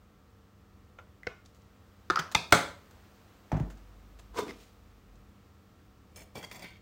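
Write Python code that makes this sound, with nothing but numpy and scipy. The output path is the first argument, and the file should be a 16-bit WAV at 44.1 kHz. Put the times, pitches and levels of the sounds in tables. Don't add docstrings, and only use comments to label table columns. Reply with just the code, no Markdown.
import sys
import numpy as np
from scipy import signal
from scipy.fft import rfft, irfft, next_fast_len
from scipy.io import wavfile
from scipy.ndimage import map_coordinates

SR = 44100
rng = np.random.default_rng(int(sys.argv[2]) if len(sys.argv) > 2 else 0)


def field_ratio(decibels):
    return 10 ** (np.asarray(decibels, dtype=float) / 20)


def wav_out(sig):
    wavfile.write(sys.argv[1], SR, np.round(np.clip(np.atleast_2d(sig).T, -1, 1) * 32767).astype(np.int16))


N = 300321
T = np.arange(N) / SR


def unit(x):
    return x / np.sqrt(np.mean(x ** 2) + 1e-20)


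def along(points, hz):
    f, v = np.transpose(points)
    return np.interp(np.log(hz + 1), np.log(f + 1), v)


def gains(rows):
    return field_ratio(np.interp(T, *np.transpose(rows)))


def wobble(rate):
    coarse = T[::SR // 1000]
    knots = rng.standard_normal(int(N * rate / SR) + 4)
    return np.interp(T, coarse, map_coordinates(knots, [coarse * rate]))


def swells(rows, slower=1):
    s, db, rise, fall = np.transpose(rows)[:4, :, None]
    return field_ratio(db - 20 * np.maximum((s - T) / rise, (T - s) / (fall * slower)))


def filtered(x, response):
    m = next_fast_len(x.shape[-1] + SR // 4)
    spectrum = rfft(x, m) * response(np.fft.rfftfreq(m, 1 / SR))
    return irfft(spectrum, m)[..., :x.shape[-1]]


def colour(points):
    return lambda hz: field_ratio(along(points, hz))


def body(modes):
    def response(f):
        total = 0
        for k, (centre, width, db) in enumerate(modes):
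            damping = 1j * f * width
            total = total + (-1) ** k * field_ratio(db) * damping / (centre * centre - f * f + damping)
        return total
    return response


def soft(hz):
    return lambda f: 1 / (1 + 1j * f / hz) ** 2


def ringing(force, response):
    answer = irfft(response(np.fft.rfftfreq(SR // 5, 1 / SR)))
    return filtered(force, response) / np.abs(answer).max(axis=-1, keepdims=True)


def grit(rate, rough_db):
    return rng.standard_normal(N) * field_ratio(rough_db * wobble(rate))


# pitch_hz, t60_s
KITCHEN_DECAY = [(60, 0.11), (300, 0.44), (1500, .37), (5000, 0.37), (12000, 0.33)]


def room(x, wet_db):
    hz, t, z = signal.stft(rng.standard_normal(SR // 2), SR, nperseg=256)
    decay = field_ratio(-60 * t / along(KITCHEN_DECAY, hz)[:, None])
    tail = signal.istft(z * decay, SR, nperseg=256)[1]
    tail = tail * np.minimum(np.arange(len(tail)) / 200, 1)
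    tail = np.pad(tail, (150, 0))
    return field_ratio(wet_db) * signal.fftconvolve(x, tail / np.linalg.norm(tail))[:len(x)]


# pitch_hz, level_db
CRACK_COLOUR = [(350, -38), (600, -10.5), (1440, -9.5), (2330, -16.5), (2830, -18.5), (3870, -24.5),
                (5460, -18.5), (6170, -16.5), (11100, -34), (13700, -32), (15900, -27)]
# pitch_hz, width_hz, level_db
COUNTER = [(61, 36, -3.5), (113, 16, -2), (169, 10, 0), (255, 290, -8)]


def struck(contacts, modes, wet_db, loose, soft_hz):
    blur = 2.8
    times = np.round(np.transpose(contacts)[0] * SR).astype(int)
    start, stop = times.min() - SR // 50, times.max() + SR * 3 // 5
    blows, cracks, thumps = np.zeros((3, 2, stop - start))
    t = np.arange(SR // 10) / SR
    for at, (_, db, crack_db, thump_db, ms) in zip(times - start, contacts):
        chatter = rng.standard_normal(len(t)) * np.exp(-t * 1000 / ms) * (1 - np.exp(-t / 0.0011))
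        chatter /= np.linalg.norm(chatter)
        blows[:, at] += field_ratio(db) * np.array([1, np.hypot(1, loose)])
        blows[0, at:at + len(t)] += loose * field_ratio(db) * chatter
        cracks[0, at:at + len(t)] += field_ratio(db + crack_db + 17.5) * chatter
        cracks[1, at + SR // 150] += field_ratio(db + crack_db + 18)
        thumps[:, at] += field_ratio(db + thump_db)
    wide = [(hz, width * blur, db) for hz, width, db in modes]
    near_and_walls = lambda f: np.array([body(modes)(f), body(wide)(f)]) * soft(soft_hz)(f)
    sound = ringing(blows, near_and_walls) * [[1], [np.sqrt(blur)]]
    sound += ringing(cracks, colour(CRACK_COLOUR))
    sound += ringing(thumps, lambda f: body(COUNTER)(f) * soft(600)(f))
    return np.pad(sound[0] + room(sound[1], wet_db), (start, N))[:N]


# start_s, level_db
HISS_LEVEL = [(0, -73), (1.5, -72), (2.9, -66.5), (5, -70.5), (6.81, -72.5)]
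# pitch_hz, level_db
HISS_COLOUR = [(150, -30.5), (250, -4), (400, -7.5), (700, -9), (1240, -11.5), (2100, -15.5), (3500, -19.5),
               (6000, -23.5), (8000, -26.5), (10500, -33.5), (13000, -28.5), (15900, -25)]
# pitch_hz, level_db (per Hz)
RUMBLE_COLOUR = [(15, -55), (28, -13), (45, -2.5), (85, 2.5), (113, -10), (124, -8), (190, -11),
                 (339, -14.5), (375, -20), (500, -22), (650, -40.5), (1100, -120)]
# pitch_hz, level_db (rms)
HUM = [(102.3, -67), (199.2, -68), (452.2, -77), (500.6, -79.5), (597.5, -82.5), (748.3, -80.5),
       (1050, -87), (1098, -84), (1152, -81.5), (1249, -79.5), (1351, -80), (1550, -90.5), (1701, -94),
       (1852, -87.5)]


def kitchen():
    rumble = field_ratio(-60.5 + 0.51 * T) * field_ratio(1.3 * wobble(2.5))
    rumble *= unit(filtered(rng.standard_normal(N), colour(RUMBLE_COLOUR)))
    hiss = field_ratio(4.5) * gains(HISS_LEVEL) * unit(filtered(rng.standard_normal(N), colour(HISS_COLOUR)))
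    hum = 0
    for hz, db in HUM:
        level = field_ratio(db + 3.0 + 0.67 * wobble(2.9))
        hum = hum + level * np.sin(2 * np.pi * hz * T + 0.13 * wobble(32))
    return rumble + hiss + hum


# start_s, level_db, crack_db, thump_db, chatter_ms
TICKS = [(1.4595, -46, -23, -37, 2.7), (1.5474, -51.5, -9.5, -40, 30), (1.6194, -58, -33, -28.5, 2.6),
         (2.3156, -35.5, -6.5, -44, 7.3), (2.3214, -36.5, -4.5, -42, 4.5), (2.9098, -51, -3.5, -24, 4.9),
         (3.701, -49, 1, -39.5, 17), (3.7738, -53, -12, -43, 9.3), (4.1949, -46, -4.5, -37, 7.4),
         (5.1554, -58, -15, -39, 5.4),
         (1.4515, -54, -12, -40, 6), (2.507, -43, -6, -40, 4), (3.709, -54, -8, -40, 4),
                 (4.189, -52, -5, -40, 3)]
# pitch_hz, width_hz, level_db
TICK_BODY = [(750, 200, -2.5), (1510, 300, -6.5), (3800, 1500, 2.5), (6400, 2100, 5), (8150, 820, -10.5)]


def ticks():
    return struck(TICKS, TICK_BODY, -11.0, 1.4, 11000)


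# start_s, level_db, crack_db, thump_db, chatter_ms
DOOR = [
    (3.5175, -23, -21.5, -13.5, 4.4),
    (3.527, -29, -39, -19, 2.8),
    (3.548, -40, -40, -13, 3.7),
    (3.567, -35.5, -15.5, -18, 7.5),
    (3.598, -35, -14, -20, 3.3),
]
# pitch_hz, width_hz, level_db
DOOR_BODY = [(322, 76, -7), (731, 110, 4.5), (1078, 1600, -23), (1300, 530, -18), (2300, 400, -35)]
# start_s, level_db, crack_db, thump_db, chatter_ms
BOOM = [(3.527, -18.5, -57, -25, 7.9), (3.546, -21, -60, -30, 6.2), (3.566, -24, -60, -29, 5),
        (3.582, -33, -63, -28, 5.5), (3.603, -20, -60, -32, 7.8), (3.63, -31.5, -60, -29, 4.5)]
# pitch_hz, width_hz, level_db
BOOM_BODY = [(59.5, 22, -3.5), (121.6, 39, 0), (166, 45, 0), (340, 86, -12)]
# peak_s, level_db, rise_s, fall_s
SHIVER = [(3.61, -34, .01, 0.15), (4.2, -52, 2.6, 0.1), (4.324, -48, .06, 0.092), (4.574, -61, 0.17, 0.2),
          (5.176, -55, 0.84, 0.28)]


def cupboard():
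    phase = 2 * np.pi * np.cumsum(50 + 1.5 * wobble(3.7)) / SR
    after_bump = T > DOOR[0][0]
    swing = np.sqrt(2) * after_bump * swells(SHIVER).sum(axis=0) * np.sin(phase)
    bump = struck(DOOR, DOOR_BODY, -8, 1.0, 2900)
    return bump - struck(BOOM, BOOM_BODY, -12.5, 0.27, 370) + swing


# start_s, level_db, crack_db, thump_db, chatter_ms
SQUEEZE = [(0.986, -45, -32, -22, 2), (0.988, -41.5, -27, -27, 4.2), (0.996, -47, -39, -26, 6.1)]
# pitch_hz, width_hz, level_db
SQUEEZE_BODY = [(624, 170, 2.5), (1390, 100, 6.5), (2200, 500, -5.5), (3600, 860, -14), (6240, 420, -13)]
# start_s, level_db, crack_db, thump_db, chatter_ms
LID = [(1.2325, -38, -19.5, -40, 0.9)]
# pitch_hz, width_hz, level_db
LID_BODY = [(2030, 80, 5), (1630, 300, -8)]
# start_s, level_db, crack_db, thump_db, chatter_ms
SNAP = [(1.269, -24.5, -22, -13, 0.7), (1.2718, -24.5, -36.5, -38, 0.5)]
# pitch_hz, width_hz, level_db
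SNAP_BODY = [(491, 49, 4), (1510, 140, 4.5), (1740, 500, -5.5), (2090, 170, 2), (2830, 640, -16),
             (3420, 400, -30), (4170, 280, -14), (4500, 280, -14), (5400, 640, -13)]
# start_s, level_db, crack_db, thump_db, chatter_ms
CAP = [(2.1007, -11.5, -30.5, -26.5, 2), (2.1064, -12.5, -27.5, -20, 1.9)]
# pitch_hz, width_hz, level_db
CAP_BODY = [(371, 80, -9), (732, 54, -17), (1300, 84, 0.5), (1840, 58, -11.5), (3570, 180, -17.5),
            (5000, 200, -17.5), (5890, 380, -23)]
# start_s, level_db, crack_db, thump_db, chatter_ms
GRIND = [(2.1895, -24.5, -12, -38, 4), (2.1925, -23, -6, -40.5, 4), (2.1955, -26, -12.5, -41, 5)]
# pitch_hz, width_hz, level_db
GRIND_BODY = [(159.8, 23, -5), (407, 87, -10.5), (1400, 230, -1), (2010, 63, -12), (3080, 150, -9.5),
              (3690, 450, -12.5), (4720, 380, -10), (6200, 110, -8.5)]
# start_s, level_db, crack_db, thump_db, chatter_ms
RATTLE = [(2.1585, -15, -20.5, -43, 2.9)]
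# pitch_hz, width_hz, level_db
RATTLE_BODY = [(1230, 140, -5.5), (1320, 110, 4.5), (1400, 270, -3), (3300, 200, -18), (4700, 410, -13),
               (5923, 600, -19)]
# start_s, level_db, crack_db, thump_db, chatter_ms
REBOUND = [(2.1718, -17.5, -39, -45.5, 0.95), (2.184, -28.5, -45.5, -53, 1)]
# start_s, level_db, crack_db, thump_db, chatter_ms
SHUT = [(2.3483, -15, -10, -26.5, 1.4), (2.3496, -15, -19, -26.5, 0.36), (2.3507, -7, -21.5, -19, 1.2)]
# pitch_hz, width_hz, level_db
SHUT_BODY = [(190, 57, -2), (348, 140, -15.5), (520, 100, -14.5), (737, 120, -4), (865, 63, -3.5),
             (1284, 98, -6.5), (2060, 81, -6), (2320, 190, -0.5), (2680, 200, -3.5), (3060, 350, -16),
             (3570, 130, 0), (3780, 410, -6.5), (4980, 82, -5), (5730, 260, -15), (8850, 4500, -28)]
# start_s, level_db, crack_db, thump_db, chatter_ms
BOTTLE = [
    (2.5225, -19.5, -12.5, -40.5, 1.7),
    (2.5241, -2.5, -9.5, -13.5, 2.5),
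    (2.5312, -12.5, -14, -13.5, 3),
    (2.5395, -18.5, -24, -12.5, 2),
    (2.549, -16, -30.5, -21.5, 1.6),
]
# pitch_hz, width_hz, level_db
BOTTLE_BODY = [(187, 84, -7), (291, 82, -6), (430, 22, -8.5), (578, 47, -5.5), (710.2, 27, -4.5),
               (870, 67, -7.5), (1370, 110, 0), (1520, 90, 0.5), (2120, 100, -5), (2300, 130, -8.5),
               (3350, 190, -12.5), (4320, 360, -14.5), (6250, 830, -20), (8130, 930, -17)]


def bottle():
    clicks = struck(SQUEEZE, SQUEEZE_BODY, -12.0, 1.53, 6000)
    clicks += struck(LID, LID_BODY, -10.5, .1, 4000)
    clicks += struck(SNAP, SNAP_BODY, -13, 1.0, 4800)
    cap = struck(CAP, CAP_BODY, -12.5, 0.14, 5000)
    cap += struck(GRIND, GRIND_BODY, -14.5, 1.7, 8000)
    cap += struck(RATTLE, RATTLE_BODY, -10.5, .1, 4500)
    cap += struck(REBOUND, RATTLE_BODY[:3], -10.5, .1, 1100)
    cap += struck(SHUT, SHUT_BODY, -14.0, 0.96, 10000)
    return clicks + cap + struck(BOTTLE, BOTTLE_BODY, -8.5, 0.43, 8000)


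# peak_s, level_db, rise_s, fall_s, grit_over_body_db
DRAG = [(4.346, -55, .004, 0.035, -9), (4.363, -49.5, .015, .03, -13), (4.39, -28, 0.029, 0.035, -13),
        (4.43, -41.5, 0.024, 0.038, -18.5), (4.47, -44, 0.024, 0.07, -19),
        (4.507, -49.5, 0.054, 0.0364, -10.5), (4.61, -68, 0.18, 0.17, 5.5)]
# pitch_hz, width_hz, level_db
DRAG_BODY = [(179, 55, -4), (303, 100, -3.5), (442, 80, 2), (710, 49, -4.5), (980, 80, 1),
             (1260, 150, -5.5), (1526, 110, -9), (2240, 120, -13)]
# pitch_hz, width_hz, level_db
DRAG_LIFTED = [(184, 80, 0), (303, 120, 5), (490, 90, -3), (640, 36, -2), (1087, 320, -10),
               (1530, 240, -10.5)]
# pitch_hz, level_db
COARSE_GRIT = [(800, -35), (2000, 1), (4000, 2), (7000, -3), (9000, -10), (12000, -53)]
# pitch_hz, level_db
FINE_GRIT = [(6000, -30), (9000, -5.5), (11000, -10.5), (14000, -5), (15900, -4.5)]
# pitch_hz, width_hz, level_db
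ARMS = [(5765, 100, 2), (6700, 60, 1.5), (10400, 79, -14), (12300, 92, -21), (13700, 300, -16)]
# pitch_hz, width_hz, level_db
ARMS_LIFTED = [(7700, 40, -3), (8950, 40, -4), (10300, 56, -8), (11800, 50, -5), (15400, 100, 7.5)]
# start_s, level_db, crack_db, thump_db, chatter_ms
TIPS = [(4.3455, -55, -11.5, -24, 4), (4.37, -37, -2, -27, 8.4), (4.378, -36, -15, -23, 4.6),
        (4.405, -39, -5, -23, 2.6), (4.482, -39, -33.5, -28, 9.8), (4.493, -36.5, -27.5, -28.5, 12),
        (4.508, -38, -18, -33, 0.98)]
# pitch_hz, width_hz, level_db
TIP_BODY = [(990, 200, -34), (2110, 220, -0.5), (3530, 330, -8.5), (5130, 430, -9.5)]
# start_s, level_db, crack_db, thump_db, chatter_ms
PING = [(4.405, -46, -40, -38, 2.8)]
# pitch_hz, width_hz, level_db
PING_BODY = [(3560, 8.6, 9), (6340, 30, -19)]


def drag():
    strokes, grit_db = swells(DRAG), np.transpose(DRAG)[-1]
    low = strokes.sum(axis=0)
    mid = field_ratio(grit_db) @ strokes
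    high = field_ratio(1.2 * grit_db - 7) @ strokes
    force, down = grit(150, 1.44), T < 4.5
    lift = np.clip((T - 4.405) / 0.031, 0, 1)
    resting = unit(filtered(force, body(DRAG_BODY)))
    leaving = unit(filtered(force, body(DRAG_LIFTED)))
    slide = low * ((1 - lift) * resting + lift * leaving)
    slide += mid * unit(filtered(force, colour(COARSE_GRIT)))
    slide += high * unit(filtered(force, colour(FINE_GRIT)))
    slide += field_ratio(-24.0) * ringing(down * high * force, body(ARMS))
    slide += field_ratio(-33.5) * ringing(~down * high * grit(30, 2.6), body(ARMS_LIFTED))
    taps = struck(TIPS, TIP_BODY, -13.0, 1.6, 6800) + struck(PING, PING_BODY, -18, 0.35, 12000)
    return slide + room(slide, -10.0) + taps


# peak_s, level_db (tray rim), rise_s, fall_s, wires_over_rim_db
SCRAPE = [(6.166, -53, .008, 0.088, 4), (6.224, -53.5, 0.08, 0.012, 0), (6.356, -43.5, 0.0078, 0.079, -5),
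          (6.45, -43, 0.043, 0.007, -10.5), (6.516, -47, 0.01, 0.04, -4), (6.562, -48.5, .03, 0.027, -5),
          (6.598, -63, 0.016, 0.035, -1), (6.632, -46, 0.041, 0.034, -10.5),
          (6.65, -50.5, 0.027, 0.095, -17), (6.78, -69, 0.394, 0.019, -18)]
# pitch_hz, width_hz, level_db
TRAY_NEAR = [(1260, 300, -14), (1840, 250, -4.5), (2320, 65, 6), (2680, 150, -5.5), (3250, 250, -4.5),
             (3610, 110, -8.5), (4250, 200, -13), (4620, 150, -12), (5310, 120, -5.5)]
# pitch_hz, width_hz, level_db
TRAY_HELD = [(1010, 61, -5), (1600, 200, -6), (2100, 130, 3), (2730, 120, -10), (3285, 70, -0.5),
             (3550, 100, -15), (4570, 90, -5), (4790, 150, -11)]
# pitch_hz, width_hz, level_db
TRAY_FAR = [(986, 42.4, -1.5), (1830, 64, -0.5), (2010, 100, 0.5), (2300, 180, 0.5), (2770, 80, -7.5),
            (3440, 110, -5.5), (3980, 100, -14), (4600, 150, -9), (5100, 100, -16)]
# pitch_hz, width_hz, level_db
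EDGE = [(1530, 68, -6.5), (2140, 58, 0), (2310, 46, -0.5), (2480, 70, -9), (2770, 55, -6), (3200, 57, -2),
        (3660, 28, -3), (4330, 50, -9), (4600, 80, -18), (5000, 60, -16)]
# pitch_hz, width_hz, level_db
FLOOR_PAN = [(142.6, 72, 1), (258, 200, -2.5), (540, 230, -1), (840, 390, -7)]
# start_s, level_db, crack_db, thump_db, chatter_ms
KNOCK = [(6.355, -35, -30, -38, 2.5), (6.366, -38, -32, -26, 5), (6.375, -38.5, -25, -22.5, 8),
         (6.386, -47, -30, -20.5, 3.6), (6.642, -48.5, -29, 5, 6.4)]
# pitch_hz, width_hz, level_db
FREE_WIRES = [(2290, 15, -2), (3300, 50, -10), (4150, 39, -4), (4530, 67, -18), (5270, 98, -2.5),
              (5860, 53, -15.5), (6330, 43, 0), (6800, 78, -3), (7650, 45, 1.5), (8350, 50, -6),
              (9070, 80, -3), (9500, 65, -5), (10500, 72, -10), (12000, 80, -10), (12800, 60, -19),
              (13900, 74, -12), (14300, 85, -4), (15300, 100, -5)]
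# pitch_hz, width_hz, level_db
DAMPED_WIRES = [(3340, 180, -4), (4550, 180, -0.5), (5590, 150, -2.5), (6360, 89, -1.5), (6850, 70, -3),
                (7540, 100, 0), (9020, 105, -0.5), (10400, 170, -8), (12000, 130, -7), (13250, 130, -5),
                (14450, 120, -4), (15350, 150, -1)]
# start_s, level_db, crack_db, thump_db, chatter_ms
FREE_TAPS = [(6.1599, -41, -10, -26, 6.7), (6.181, -48, -10.5, -28, 6), (6.2053, -46, -20, -26.5, 9.3),
             (6.219, -46.5, -16, -20, 5)]
# start_s, level_db, crack_db, thump_db, chatter_ms
DAMPED_TAPS = [(6.355, -39, -10, -36, 14), (6.4273, -45, 1.5, -23, 5.8), (6.4474, -43.5, -9, -34, 3.9),
               (6.497, -53, -10, -40, 3), (6.5131, -40.5, -3, -36, 6), (6.5463, -51, 6, -29, 2.3),
               (6.562, -52, -10, -35, 4), (6.5937, -46, -3, -21, 2.2), (6.609, -51.5, -9.5, -33, 3),
               (6.634, -56, -3, -31, 2.7), (6.6431, -48, -5, -30, 2.9), (6.685, -55, -8, -35, 3),
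               (6.705, -54, -6, -32, 3), (6.7678, -69, 5, -26.5, 3)]


def scrape():
    strokes = swells(SCRAPE)
    rack = field_ratio(np.transpose(SCRAPE)[-1]) @ strokes
    rub = grit(140, 2.6)
    rim = 0
    for part, modes in zip(np.split(strokes, (3, 4)), (TRAY_NEAR, TRAY_HELD, TRAY_FAR)):
        rim = rim + part.sum(axis=0) * unit(filtered(rub, body(modes)))
    shakes = [(s, db - 15, 0.0044, 0.019) for s, db, *_ in KNOCK]
    floor = field_ratio(-5) * swells(SCRAPE[:-2], 1.5).sum(axis=0) + swells(shakes).sum(axis=0)
    force, first = grit(110, 4), T < 6.31
    wires = field_ratio(-22.0) * ringing(first * rack * force, body(FREE_WIRES))
    wires += field_ratio(-13.0) * ringing(~first * rack * force, body(DAMPED_WIRES))
    wires += field_ratio(np.where(first, -16, -10)) * rack * unit(filtered(force, colour(FINE_GRIT)))
    pan = field_ratio(-4) * rim + floor * unit(filtered(grit(90, 1.3), body(FLOOR_PAN)))
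    pan += field_ratio(1.0) * strokes[-2:].sum(axis=0) * unit(filtered(grit(60, 2.2), body(EDGE)))
    taps = struck(FREE_TAPS, FREE_WIRES, -22, 0.85, 14300)
    taps += struck(DAMPED_TAPS, DAMPED_WIRES, -6.0, 1.0, 10000)
    knocks = struck(KNOCK, FLOOR_PAN, -14.5, 0.92, 3300)
    return wires + pan + room(wires + pan, -10.0) + taps + knocks


def scene():
    return (kitchen() + ticks() + cupboard() + bottle() + drag() + scrape())[None]


def roll_off(x):
    return signal.sosfilt(signal.butter(12, 16490, fs=SR, output="sos"), x)


def record(dry):
    held = dry / (1 + np.abs(dry / 1.5) ** 4) ** .25

    def band(hz):
        low_cut = (1j * hz / 22 / (1 + 1j * hz / 22)) ** 2
        return np.where(hz < 15850, 1, field_ratio(-18.0)) * low_cut

    return roll_off(filtered(held, band))


dry = scene()
out = record(dry)
wav_out(out)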